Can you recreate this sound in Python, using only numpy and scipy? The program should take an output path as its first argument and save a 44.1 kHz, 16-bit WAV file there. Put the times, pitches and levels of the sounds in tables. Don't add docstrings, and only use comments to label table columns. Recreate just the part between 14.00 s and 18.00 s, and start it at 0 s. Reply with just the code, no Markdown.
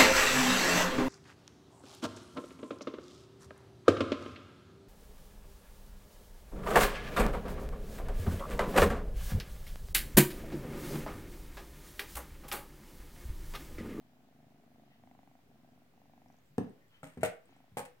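import sys
import numpy as np
from scipy import signal
from scipy.fft import rfft, irfft
from scipy.io import wavfile
from scipy.ndimage import uniform_filter1d

SR = 44100
rng = np.random.default_rng(int(sys.argv[2]) if len(sys.argv) > 2 else 0)


def undo_db(level):
    steps = np.asarray(level, float) / 20
    return 10 ** steps


def log_audio(samples):
    frames = np.atleast_2d(samples).T
    limited = np.clip(frames, -1, 1)
    pcm = np.round(limited * 32767).astype(np.int16)
    wavfile.write(sys.argv[1], SR, pcm)


N = 176400


def evened(x):
    return x / np.sqrt(np.mean(x ** 2) + 1e-20)


def read(points, hz):
    f, value = np.transpose(points)
    return np.interp(np.log(hz + 1), np.log(f + 1), value)


def add(mix, s, sound):
    part = mix[round(s * SR):][:len(sound)]
    part += sound[:len(part)]


def rings(table, t):
    return sum(undo_db(db - 60 * t / max(t60, .002)) * np.sin(2 * np.pi * hz * t) for hz, db, t60 in table)


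def hush():
    # frequency in Hz, level in dB.
    hush_colour = [(30, 1), (70, -5.5), (130, 3), (320, -7), (720, -11.5), (1000, -14), (2000, -16),
                   (9900, -30.5), (14800, -25.5), (16000, -27.5)]
    # frequency in Hz, correlation in 0..1.
    hush_same = [(60, .85), (240, .85), (500, .4), (1200, .1), (3000, 0)]
    level_db, patch_db = -68, .8
    hz = np.fft.rfftfreq(1024, 1 / SR)
    a, b, c, d, patch = rng.standard_normal((N // 256 + 5, 513, 5)).T
    patch = evened(uniform_filter1d(uniform_filter1d(patch, 12, 0), 14, 1))
    same = np.clip(read(hush_same, hz), -1, 1)[:, None]
    left = a + 1j * b
    right = same * left + np.sqrt(1 - same ** 2) * (c + 1j * d)
    z = np.array([left, right]) * undo_db(read(hush_colour, hz)[:, None] + patch_db * patch)
    noise = signal.istft(z, nperseg=1024, noverlap=768)[1][:, :N]
    return undo_db(level_db) * evened(noise)


def room(x):
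    # frequency in Hz, t60 in seconds.
    room_t60 = [(100, 0.21), (500, 0.31), (2000, 0.33), (8000, 0.2)]
    taps = np.zeros((2, SR // 2))
    at = np.arange(260, SR // 2 - 20, 20)
    at = at + rng.integers(0, 20, (2, len(at)))
    np.put_along_axis(taps, at, rng.choice([-1., 1.], at.shape), 1)
    hz, t, z = signal.stft(taps, SR, nperseg=256)
    near = np.clip(1 - hz / 900, 0, .97)[:, None]
    z[1] = near * z[0] + np.sqrt(1 - near ** 2) * z[1]
    decay = undo_db(-60 * t / read(room_t60, hz)[:, None])
    tail = signal.istft(z * decay, SR, nperseg=256)[1]
    return signal.fftconvolve(x[None], tail / np.linalg.norm(tail[0]), axes=1)[:, :N]


def ports(x):
    # frequency in Hz, left minus right in dB.
    lean = [(100, 0), (250, -.5), (450, 2), (700, 0), (1300, 2), (2300, 5), (4500, 2), (8000, -5),
            (13000, -2)]
    lead_s = .00016
    hz = np.fft.rfftfreq(N, 1 / SR)
    half = undo_db(read(lean, hz) / 2) * np.exp(1j * np.pi * hz * lead_s)
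    return irfft(rfft(x) * np.array([half, 1 / half]), N)


def rug():
    # start in seconds, level in dB, frequency in Hz.
    ticks = [(2.242, -67, 5550), (2.284, -54, 5700), (2.325, -55.5, 6000), (2.367, -57, 6000),
             (2.387, -56, 6700), (2.696, -53, 8400), (2.882, -58, 7900), (3.031, -37.5, 7930),
             (3.457, -50, 8300), (3.508, -59, 6700), (3.565, -55, 7900)]
    # centre in seconds, length in seconds, level in dB, frequency in Hz, width in Hz.
    brushes = [(.6, .2, -76, 400, 40), (.92, .07, -75, 1920, 90), (.93, .2, -77, 2900, 900),
               (1.5, .12, -74, 430, 50), (2.47, .12, -82, 7500, 1500), (2.52, .12, -66, 156, 30),
               (2.828, .11, -75, 1900, 150), (2.95, .15, -72, 3120, 90), (2.952, .14, -70, 1900, 1500),
               (3.493, .067, -67, 336, 60), (3.53, .27, -73, 2000, 1400)]
    tick_rise_s = .0006
    out, t = np.zeros(N), np.arange(400) / SR
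    for s, db, hz in ticks:
        tick = rings([(hz, db, .004), (hz * 1.22, db - 7, .003)], t)
        add(out, s, tick * np.minimum(t / tick_rise_s, 1))
    f = np.fft.rfftfreq(12000, 1 / SR)
    for mid, length, db, hz, width in brushes:
        noise = rng.standard_normal(12000)
        noise = evened(irfft(rfft(noise) / (1 + ((f - hz) / width) ** 2)))
        noise = noise[:round(length * SR)]
        add(out, mid - length / 2, undo_db(db) * noise * np.hanning(len(noise)))
    return out


def rattle():
    # start in seconds, level in dB, t60 in seconds, tilt in dB per octave.
    rattles = [(2.5816, -34, 0.016, -3), (2.586, -47.5, 0.49, -13.5), (3.0326, -46, 0.036, -5.5),
               (3.036, -58, 0.45, -1), (3.174, -56.5, 0.078, -5.5), (3.209, -58, 0.21, -2),
               (3.2327, -34.5, 0.04, -0.5), (3.237, -41.5, 0.19, -2.5), (3.249, -38.5, 0.094, -0.5),
               (3.7705, -30, 0.029, -3), (3.776, -43.5, 0.14, 1), (3.793, -42, 0.048, 2),
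               (3.852, -47, 0.05, 0.5)]
    # frequency in Hz, level in dB.
    rattle_colour = [(530, -3), (900, -13), (2200, -11.5), (4700, -25), (6800, -22.5), (8500, -14),
                     (10000, -24), (16000, -27)]
    top_hz, grain_db = 15700, 3.54
    out, t = np.zeros((2, N)), np.arange(SR // 2) / SR
    hz = np.fft.rfftfreq(len(t), 1 / SR)
    band = hz ** 2 / (hz ** 2 + 800 ** 2) / (1 + (hz / top_hz) ** 40)
    for s, db, t60, tilt_db in rattles:
        a, b, grain = rng.standard_normal((3, len(t)))
        colour = undo_db(read(rattle_colour, hz) + tilt_db * np.log2(hz / 3000 + 0.0072)) * band
        noise = evened(irfft(rfft([a, b]) * colour))
        noise = noise * undo_db(grain_db * evened(uniform_filter1d(grain, 90)))
        dull = irfft(rfft(noise) / (1 + (hz / 3200) ** 4))
        treble = (noise - dull) * undo_db(-40 * (t / t60) ** 2)
        both = (dull[0] + treble) * undo_db(db - 60 * t / t60)
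        add(out[0], s, both[0])
        add(out[1], s, both[1])
    return out


def box():
    # frequency in Hz, level in dB, t60 in seconds.
    wall = [(116.2, -1.5, 0.17), (185.3, -4.5, 0.22), (239, 3, 0.069), (287, -8, 0.16), (385, -5.5, 0.1),
            (435.5, -2, 0.059), (469, -7.5, 0.088), (530, -34, .15), (653, -35, 0.23), (747, 0.5, 0.031),
            (830, -18, 0.032), (995, -24, 0.074)]
    flap = [(107, -14.5, 0.18), (182.8, -12, 0.205), (287, -18, 0.089), (476, -5, 0.29), (543, -11.5, 0.11),
            (639, 9, 0.043), (728, -19, 0.22), (782, -24, 0.26), (1180, -21.5, 0.28), (1370, -2.5, 0.028),
            (1480, -8, 0.044), (2194, -6.5, 0.04), (2880, -39, 0.14)]
    rim = [(155, -26, 0.25), (203, -11, 0.086), (270, -10, 0.12), (495, -4.5, 0.26), (565, -0.5, 0.075),
           (733, -2.5, 0.1), (816, 1, 0.11), (874, -2, 0.065), (1085, -11, 0.11), (1260, -8, 0.075),
           (1390, -24, 0.044), (1570, -11, 0.09), (2070, -17, 0.046), (2350, -4, 0.11)]
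    corner = [(168, 1, 0.073), (273.4, -8, 0.18), (535, -11, 0.15), (626, -4, 0.061), (795, 0, 0.024),
              (1350, 1, 0.024), (2190, -12, 0.049)]
    # start in seconds, level in dB, contact in seconds.
    wall_hits = [
        (2.5813, -25.5, 0.0008),
        (2.5853, -31, 0.0014),
        (2.628, -48, 0.00059),
        (3.172, -41, 0.0012),
        (3.184, -42.5, 0.002),
        (3.205, -43, 0.0032),
        (3.717, -48, 0.0046),
        (3.738, -50, 0.0059),
    ]
    flap_hits = [
        (3.232, -25.5, 0.00016),
        (3.262, -56, 0.00027),
    ]
    rim_hits = [
        (3.770, -34.5, 0.00045),
        (3.794, -40, 0.00048),
        (3.815, -48, 0.00068),
        (3.95, -73, 0.005),
        (3.983, -71.5, 0.0024),
    ]
    corner_hits = [
        (3.031, -41, 0.00018),
        (3.066, -50.5, 0.00048),
    ]
    wobble_db, wobble_s, rise_cycles = 5, .0088, .12
    out, t = np.zeros(N), np.arange(SR // 2) / SR
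    for panel, hits in (wall, wall_hits), (flap, flap_hits), (rim, rim_hits), (corner, corner_hits):
        for s, db, contact in hits:
            push = np.sin(np.pi * np.clip(t[:400] / contact, 0, 1))
            steps = rng.standard_normal((len(panel), 64)) * np.minimum(np.arange(64) / 4, 1)
            tone = np.zeros(len(t))
            for mode, step in zip(panel, steps):
                rise = 1 - np.exp(-t * mode[0] / rise_cycles)
                wobble = undo_db(wobble_db * np.interp(t / wobble_s, np.arange(64), step))
                tone += rings([mode], t) * rise * wobble
            add(out, s, -undo_db(db) * signal.oaconvolve(tone, push / push.sum()))
    return out


def throat_rings(table, pitch, t):
    return rings([(hz * pitch, db, 2.2 / width) for hz, width, db in table], t)


def purr():
    # first cycle in s, last cycle in s, low pulse in dB, bright pulse in dB, gap
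    # between in s.
    purrs = [(.012, .192, -54, -55, .0125), (.233, .310, -54, -55, .014), (.350, .584, -52, -52, .0138),
             (.623, .745, -54, -52, .0125), (.782, .821, -50, -48.5, .0142), (.863, .983, -54, -53, .0138),
             (1.022, 1.135, -55, -47, .0148), (1.177, 1.261, -57, -46, .0135),
             (1.300, 1.377, -57, -49, .0135), (1.460, 1.543, -51, -53, .013),
             (1.589, 1.719, -51, -51, .0128), (1.760, 1.844, -54, -50, .017),
             (1.922, 2.080, -54, -51, .016), (2.120, 2.285, -56, -48, .016), (2.327, 2.370, -56, -51, .015),
             (3.434, 3.472, -62, -55, .019), (3.513, 3.666, -60, -51, .0135)]
    cycles = [6, 3, 7, 4, 2, 4, 4, 3, 3, 3, 4, 3, 5, 5, 2, 2, 5]
    # frequency in Hz, width in Hz, level in dB.
    low_pulse = [(155, 40, -7), (238, 32, 1), (420, 110, -17), (690, 95, -4)]
    bright_pulse = [(245, 38, -3), (430, 100, -16), (705, 105, 3)]
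    hard_pulse = [(255, 48, -1), (430, 100, -15), (745, 125, 4), (900, 200, -9)]
    snap = [(1150, 300, -16), (1600, 400, -11), (1950, 400, -7)]
    # from in seconds, to in seconds.
    air_out = [(1.01, 1.42), (1.9, 2.42), (3.4, 3.7)]
    level_db, uneven_db, soft_start_db, soft_end_db = -4, 1.2, -6, -4
    jitter_s, pause_s, pitch_spread = .0004, .048, .02
    swell_s, hard_swell_s = .0018, .001
    snap_from_db, snap_growth, snap_in_db = -46, .8, -6
    out, t = np.zeros(N), np.arange(3000) / SR
    gaps_s = np.array(purrs)[1:, 0] - np.array(purrs)[:-1, 1]
    pause = np.r_[False, gaps_s > pause_s, True]
    for (first, last, low_db, bright_db, gap), count, before, after in zip(purrs, cycles, pause, pause[1:]):
        for u, r in zip(np.linspace(0, 1, count), rng.standard_normal((count, 6))):
            s = first + u * (last - first) + jitter_s * r[0]
            soft_db = before * soft_start_db * (1 - u) ** 8 + after * soft_end_db * u ** 8
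            going_out = any(a < s < b for a, b in air_out)

            flap = throat_rings(low_pulse, 1 + pitch_spread * r[1], t)
            flap = flap * np.sin(np.pi / 2 * np.minimum(t / swell_s, 1))
            add(out, s, -undo_db(low_db + soft_db + uneven_db * r[2]) * flap)

            throat, swell, side = (hard_pulse, hard_swell_s, 1) if going_out else (bright_pulse, swell_s, -1)
            pitch = 1 + pitch_spread * r[3]
            db = bright_db + soft_db + uneven_db * r[4]
            edge_db = snap_growth * (db - snap_from_db) + snap_in_db * (not going_out)
            edge = undo_db(edge_db) * throat_rings(snap, pitch, t)
            body = throat_rings(throat, pitch, t) * np.sin(np.pi / 2 * np.minimum(t / swell, 1))
            add(out, s + gap + jitter_s * r[5], side * undo_db(db) * (body + edge))
    return undo_db(level_db) * out


def scene():
    purr_wet_db, box_wet_db, purr_pan_db = -13, -6.5, .6
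    cat = purr()
    knocks = box() + rug() + rattle()
    no_bass = signal.butter(4, 80, "high", fs=SR, output="sos")
    knocks = signal.sosfilt(no_bass, knocks)
    wet = room(undo_db(purr_wet_db) * cat + undo_db(box_wet_db) * knocks[0])
    pan = undo_db(np.array([[purr_pan_db], [-purr_pan_db]]) / 2)
    cat_pair = np.array([cat, np.roll(cat, 5)]) * pan
    return cat_pair + ports(knocks) + wet + hush()


def low_pass(x):
    return signal.sosfilt(signal.butter(12, 16450, fs=SR, output="sos"), x)


def record(dry):
    cut = signal.sosfilt(signal.butter(2, 70, "high", fs=SR, output="sos"), dry)
    return low_pass(cut - .0004)


dry = scene()
out = record(dry)
log_audio(out)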